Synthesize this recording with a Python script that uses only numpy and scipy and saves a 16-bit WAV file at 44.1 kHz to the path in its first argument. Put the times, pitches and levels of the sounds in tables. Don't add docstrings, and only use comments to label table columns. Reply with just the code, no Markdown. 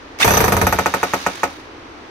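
import sys
import numpy as np
from scipy import signal
from scipy.fft import rfft, irfft
from scipy.io import wavfile
from scipy.ndimage import uniform_filter1d

SR = 44100
rng = np.random.default_rng(int(sys.argv[2]) if len(sys.argv) > 2 else 0)


def transcribe(u):
    v = np.clip(np.atleast_2d(u).T, -1, 1)
    q = np.round(v * 32767).astype(np.int16)
    wavfile.write(sys.argv[1], SR, q)


N = 92610
T = np.arange(N) / SR
RING_SIZE = SR // 4
RING_T = T[:RING_SIZE]

# (time [s], speed [hammer cycles/s], level [dB])
MOTOR_RUN = [(.185, 0.89, -49), (0.201, 6.95, -21.5), (.212, 14.7, -14.5), (0.231, 26, -14),
             (0.252, 28.3, -22.5), (0.321, 33, -19.5), (0.501, 28, -29), (.75, 16, -31), (1.001, 10, -32),
             (1.22, 8.8, -31), (1.397, 4.5, -35.5), (1.501, 4.1, -39), (1.601, 2.7, -46.5),
             (1.72, 1.2, -63.5)]
# (frequency [Hz], level under power [dB], level coasting [dB])
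WHIR_SPECTRUM = [(100, -6, -28), (430, -9.5, -10.5), (900, -2, 5.5), (2290, 0.5, 6), (3200, -6, 2),
                 (3920, -5, 2.5), (7130, -7, -2), (6940, -13, -17.5), (9000, -12.5, -9.5),
                 (11900, -20, -16), (16000, -23.5, -20.5)]
# (order [cycles per hammer cycle], level [dB])
MESH_TONES = [(55, -21), (80, -4), (111, -13)]
# (frequency [Hz], width [Hz], level [dB])
CASING_BANDS = [(1950, 60, 3), (2606, 270, 0.5), (3593, 65, 3.5)]
# (time [s], level [dB])
TICK_EVENTS = [(0.188, -4.5), (1.208, -15), (1.355, -8)]
# (time [s], knock [dB], bench thump [dB], bit ring [dB], rattle [dB])
HAMMER_BLOWS = [(0.2452, -14, 3.5, 0, 6), (0.2777, -6, -0.5, -4, 6), (0.3063, -5, -0.5, 3, 2),
                (0.3369, -12, 2.5, 0, 1), (0.3699, -9.5, 2.5, 1, 4.5), (0.4042, -4, 2, -3.5, 3.5),
                (.4410, -9, -2, -2.5, 3.5), (0.48, -10.5, -19, -10, 2.5), (0.5217, -1.5, 2, -4.5, 3),
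                (0.567, -8.5, -2.5, -6.5, 1), (0.6144, -9.5, 2, -5.5, 4), (0.6683, 1, 1, -1, -3),
                (0.7255, -0.5, -1, -7.5, -1.5), (0.7877, 1, -8, -11, -6), (0.8592, 1.5, -11.5, -11, -10.5),
                (0.9394, 0, -15, -14.5, -7.5), (1.0303, 0, -19, -14, -10), (1.1357, 0, -18, -11, -11),
                (1.2641, 0.5, -19, -18, -12.5), (1.433, 1, -13, -17, -32)]
# (frequency [Hz], level [dB])
CRACK_SPECTRUM = [(60, -55), (250, -6), (550, -6), (900, 5.5), (1400, -0.5), (1800, -11.5), (2500, -1.5),
                  (3300, -50), (6500, -12.5), (10000, -44), (12500, -30), (16000, -47)]
# (frequency [Hz], level [dB], T60 [s])
BODY_MODES = [(186.2, -8.5, 0.17), (271.2, -4, 0.16), (346.5, -4.5, 0.073), (477.7, -3, 0.09),
              (564, -3.5, 0.16), (722.3, 3, 0.1), (851, 3.5, 0.086), (920, -6.5, .1), (1110, -21, 0.079),
              (1284, 2.5, 0.089), (1469, 5.5, 0.054), (1883, 1.5, 0.052), (2307, -28, .04)]
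# (frequency [Hz], level [dB], T60 [s])
BENCH_MODES = [(67, 5, 0.042), (84.8, -0.5, 0.29)]
# (frequency [Hz], level [dB], T60 [s])
BIT_MODES = [(6050, -1.5, 0.074)]
# (frequency [Hz], level [dB], T60 [s])
CLUTTER_MODES = [(192.3, -2.5, 0.27), (444.6, 2.5, 0.15), (636, -11, 0.067), (821, -5, 0.11),
                 (936, -1.5, 0.18), (1240, -1.5, 0.1), (1810, 3, .05), (2493, -1.5, .06)]
# (frequency [Hz], level [dB], T60 [s])
ECHO_BANDS = [(60.3, -52.5, 0.2), (203, 1, 0.06), (480, 0, 0.12), (920, -7.5, 0.3), (1420, -9, 0.14),
              (2310, -6, 0.15), (3270, -12, 0.066), (6660, -16, 0.11), (10000, -18.5, 0.051),
              (13000, -47.5, 0.068)]
# (frequency [Hz], level [dB], T60 [s])
RATTLE_BANDS = [(30.15, -43, 0.17), (79, 9.5, 0.067), (242, -4, 0.47), (736, 7.5, 0.13), (1530, -1, 0.16),
                (3250, -10, 0.033), (6500, -13.5, 0.084), (13000, -17.5, 0.17), (16000, -25.5, 0.05)]
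# (time [s], duration [s], level [dB])
CHUCK_CLANGS = [(0.299, 0.013, -35), (0.315, 0.022, -25), (0.342, .017, -18), (.373, .011, -16),
                (.445, 0.0098, -25.5)]
# (frequency [Hz], level [dB])
BACKGROUND = [(25, -16.5), (70, -6.5), (190, -16), (300, -1.5), (400, -6.5), (620, -11.5), (950, -9.5),
              (2000, -15.5), (4500, -25), (6600, -31.5), (7600, -40.5), (16000, -59)]
# (frequency [Hz], left minus right [dB], correlation [clipped to -1..1])
MIC_PAIR = [(40, -6, 0.93), (130, 1.5, 0.91), (405, -0.5, 0.79), (960, 0.5, -0.018), (2470, -5.5, 0.039),
            (3630, 4.5, 0.078), (4600, -4.5, -0.13), (6300, -16, 0.26), (7310, 2.5, -1.13),
            (8650, 29.5, 0.98), (9900, 9.5, -0.78), (12160, 7.5, 0.46), (15540, -3, -0.21)]


def amp(db):
    return 10 ** (np.asarray(db) / 20)


def unit(x):
    return x / np.sqrt(np.mean(x ** 2) + 1e-20)


def decay(t60):
    return np.exp(-np.log(1000) * RING_T / t60)


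def read(table, hz, column=1):
    rows = np.array(table)
    return np.interp(np.log(hz + 1), np.log(rows[:, 0] + 1), rows[:, column])


def add(mix, start, sound):
    part = mix[:, max(round(start * SR), 0):][:, :sound.shape[-1]]
    part += sound[..., :part.shape[1]]


def noise(table, size, column=1):
    hz = np.fft.rfftfreq(size, 1 / SR)
    common, opposed = rfft(rng.standard_normal((2, size)))
    angle = np.arccos(np.clip(read(MIC_PAIR, hz, column=2), -1, 1)) / 2
    common, opposed = common * np.cos(angle), opposed * np.sin(angle)
    pair = np.array([common + opposed, common - opposed])
    return unit(irfft(pair * amp(read(table, hz, column)), size))


def resonance(hz, width_hz, size):
    pole = np.exp(-np.pi * width_hz / SR)
    envelope = rng.standard_normal((2, size)) + 1j * rng.standard_normal((2, size))
    for _ in range(2):
        envelope = signal.lfilter([1 - pole], [1, -pole], envelope)
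    carrier = np.exp(2j * np.pi * np.cumsum(hz * np.ones(size)) / SR)
    return unit((envelope * carrier).real)


def motor(power_off_s=0.292, fade_s=0.063, strain_s=0.231, strain_width_s=0.0077):
    times, speed, db = np.transpose(MOTOR_RUN)
    flutter = 1 + 0.0055 * unit(uniform_filter1d(rng.standard_normal(N), size=200))
    cycles = np.cumsum(np.interp(T, times, speed) * flutter) / SR
    power = np.clip((power_off_s - T) / fade_s + 1, 0, 1)
    coast = noise(WHIR_SPECTRUM, N, column=2)
    coast += amp(-14) * resonance(hz=3750, width_hz=150, size=N)
    rasp = power * noise(WHIR_SPECTRUM, N) + (1 - power) * coast
    rasp *= 1 + 0.25 * np.sin(2 * np.pi * 9 * cycles)
    mesh = sum(amp(level) * np.sin(2 * np.pi * (order * cycles + rng.random((2, 1))))
               for order, level in MESH_TONES)
    strain = np.exp(-((T - strain_s) / strain_width_s) ** 2)
    casing = strain * sum(amp(level) * resonance(hz, width, N) for hz, width, level in CASING_BANDS)
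    return amp(np.interp(T, times, db)) * (T > times[0]) * (rasp + power * mesh + casing)


def ticks():
    out = np.zeros((2, N))
    for start, db in TICK_EVENTS:
        tick = noise(WHIR_SPECTRUM, RING_SIZE) * decay(t60=0.04)
        add(out, start, amp(db) * unit(tick) / np.sqrt(RING_SIZE))
    return out


def crack():
    hz = abs(np.fft.fftfreq(RING_SIZE, 1 / SR))
    log_gain = np.log(amp(read(CRACK_SPECTRUM, hz)))
    click = np.fft.ifft(np.exp(np.conj(signal.hilbert(log_gain)))).real
    return -click / np.linalg.norm(click)


def diffuse_burst(bands):
    hz, t, spectrum = signal.stft(noise(bands, RING_SIZE), SR, nperseg=256)
    t60 = read(bands, hz, column=2)[:, None]
    _, burst = signal.istft(spectrum * amp(-60 * t / t60), SR)
    return unit(burst[:, :RING_SIZE]) / np.sqrt(RING_SIZE)


def modal_ring(modes, detune, right_lag_s=0, vary_db=0):
    t = RING_T - np.array([[0], [right_lag_s]])
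    chance = rng.standard_normal((len(modes), 2))
    return sum((-1) ** k * amp(db + vary_db * chance[k, 0]) * decay(t60)
               * np.sin(2 * np.pi * hz * (1 + detune * chance[k, 1]) * t)
               for k, (hz, db, t60) in enumerate(modes))


def squeal(start, bit_db, climb_hz_per_s=390, sag_hz=1540, glide_s=0.00297):
    hz = 12200 + climb_hz_per_s * start - sag_hz * np.exp(-RING_T / glide_s)
    t60 = 0.17 * np.exp(0.045 * bit_db)
    db = -20 + 0.78 * bit_db + 1.5 * rng.standard_normal()
    return amp(db) * decay(t60) * resonance(hz, width_hz=730, size=RING_SIZE)


def thud(delay_s=0.02848, width_s=0.003):
    u = (RING_T - delay_s) / width_s
    return (1 - u ** 2) * np.exp(-u ** 2 / 2)


def hammer(echo_rise_s=0.0053, rebound_s=0.0076, jitter_s=0.0003, clutter_delay_s=0.0019):
    out = np.zeros((2, N))
    click = amp(9) * crack()
    echo = amp(9.5) * diffuse_burst(ECHO_BANDS) * np.minimum(RING_T / echo_rise_s, 1)
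    for start, knock_db, thump_db, bit_db, rattle_db in HAMMER_BLOWS:
        body = amp(-18.5) * modal_ring(BODY_MODES, detune=0.004, right_lag_s=0.00011, vary_db=1)
        add(out, start, amp(knock_db) * (click + echo + body))
        for channel in np.eye(2):
            rebound_at = start + rebound_s + jitter_s * rng.standard_normal()
            add(out, rebound_at, channel[:, None] * amp(knock_db - 2.5) * click)
        bench = modal_ring(BENCH_MODES, detune=0.025, right_lag_s=0.0006)
        add(out, start, amp(thump_db - 20.5) * bench)
        add(out, start, amp(2 * thump_db - 15.5) * thud())
        add(out, start, amp(bit_db - 16) * modal_ring(BIT_MODES, detune=0.002))
        add(out, start, amp(rattle_db + 12.5) * diffuse_burst(RATTLE_BANDS))
        shaken_at = start + clutter_delay_s * rng.random()
        clutter = modal_ring(CLUTTER_MODES, detune=0.0046, right_lag_s=-0.00011, vary_db=1)
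        add(out, shaken_at, amp(rattle_db - 23) * clutter)
        add(out, start, squeal(start, bit_db))
    return out


def clangs(hz=6003):
    out = np.zeros((2, N))
    for start, duration, db in CHUCK_CLANGS:
        t = np.arange(0, duration, 1 / SR)
        tone = np.sqrt(2) * np.sin(2 * np.pi * (hz * t + rng.random((2, 1))))
        grit = 0.31 * resonance(hz, width_hz=350, size=len(t))
        add(out, start, amp(db) * np.sin(np.pi * t / duration) * (tone + grit))
    return out


def reverberation(sound):
    response = rng.standard_normal((2, RING_SIZE)) * decay(t60=0.17)
    return signal.fftconvolve(sound, response / np.linalg.norm(response[0]), axes=1)[:, :N]


def scene(low_cut_hz=46):
    drill = hammer() + clangs() + motor() + ticks()
    drill += amp(-14) * reverberation(drill)
    drill = signal.sosfilt(signal.butter(2, low_cut_hz, "highpass", fs=SR, output="sos"), drill)
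    left_ratio = amp(read(MIC_PAIR, np.fft.rfftfreq(N, 1 / SR)))
    sides = np.array([left_ratio, np.ones_like(left_ratio)]) / np.sqrt((1 + left_ratio ** 2) / 2)
    return irfft(rfft(drill) * sides, N) + amp(-37.5) * noise(BACKGROUND, N)


def record(dry, ceiling=0.89, cutoff_hz=15850):
    limited = dry / (1 + (dry / ceiling) ** 4) ** 0.25
    lowpass = signal.firwin(511, cutoff_hz, window=("kaiser", 9), fs=SR)
    return signal.oaconvolve(limited, lowpass[None], "same")


dry = scene()
out = record(dry)
transcribe(out)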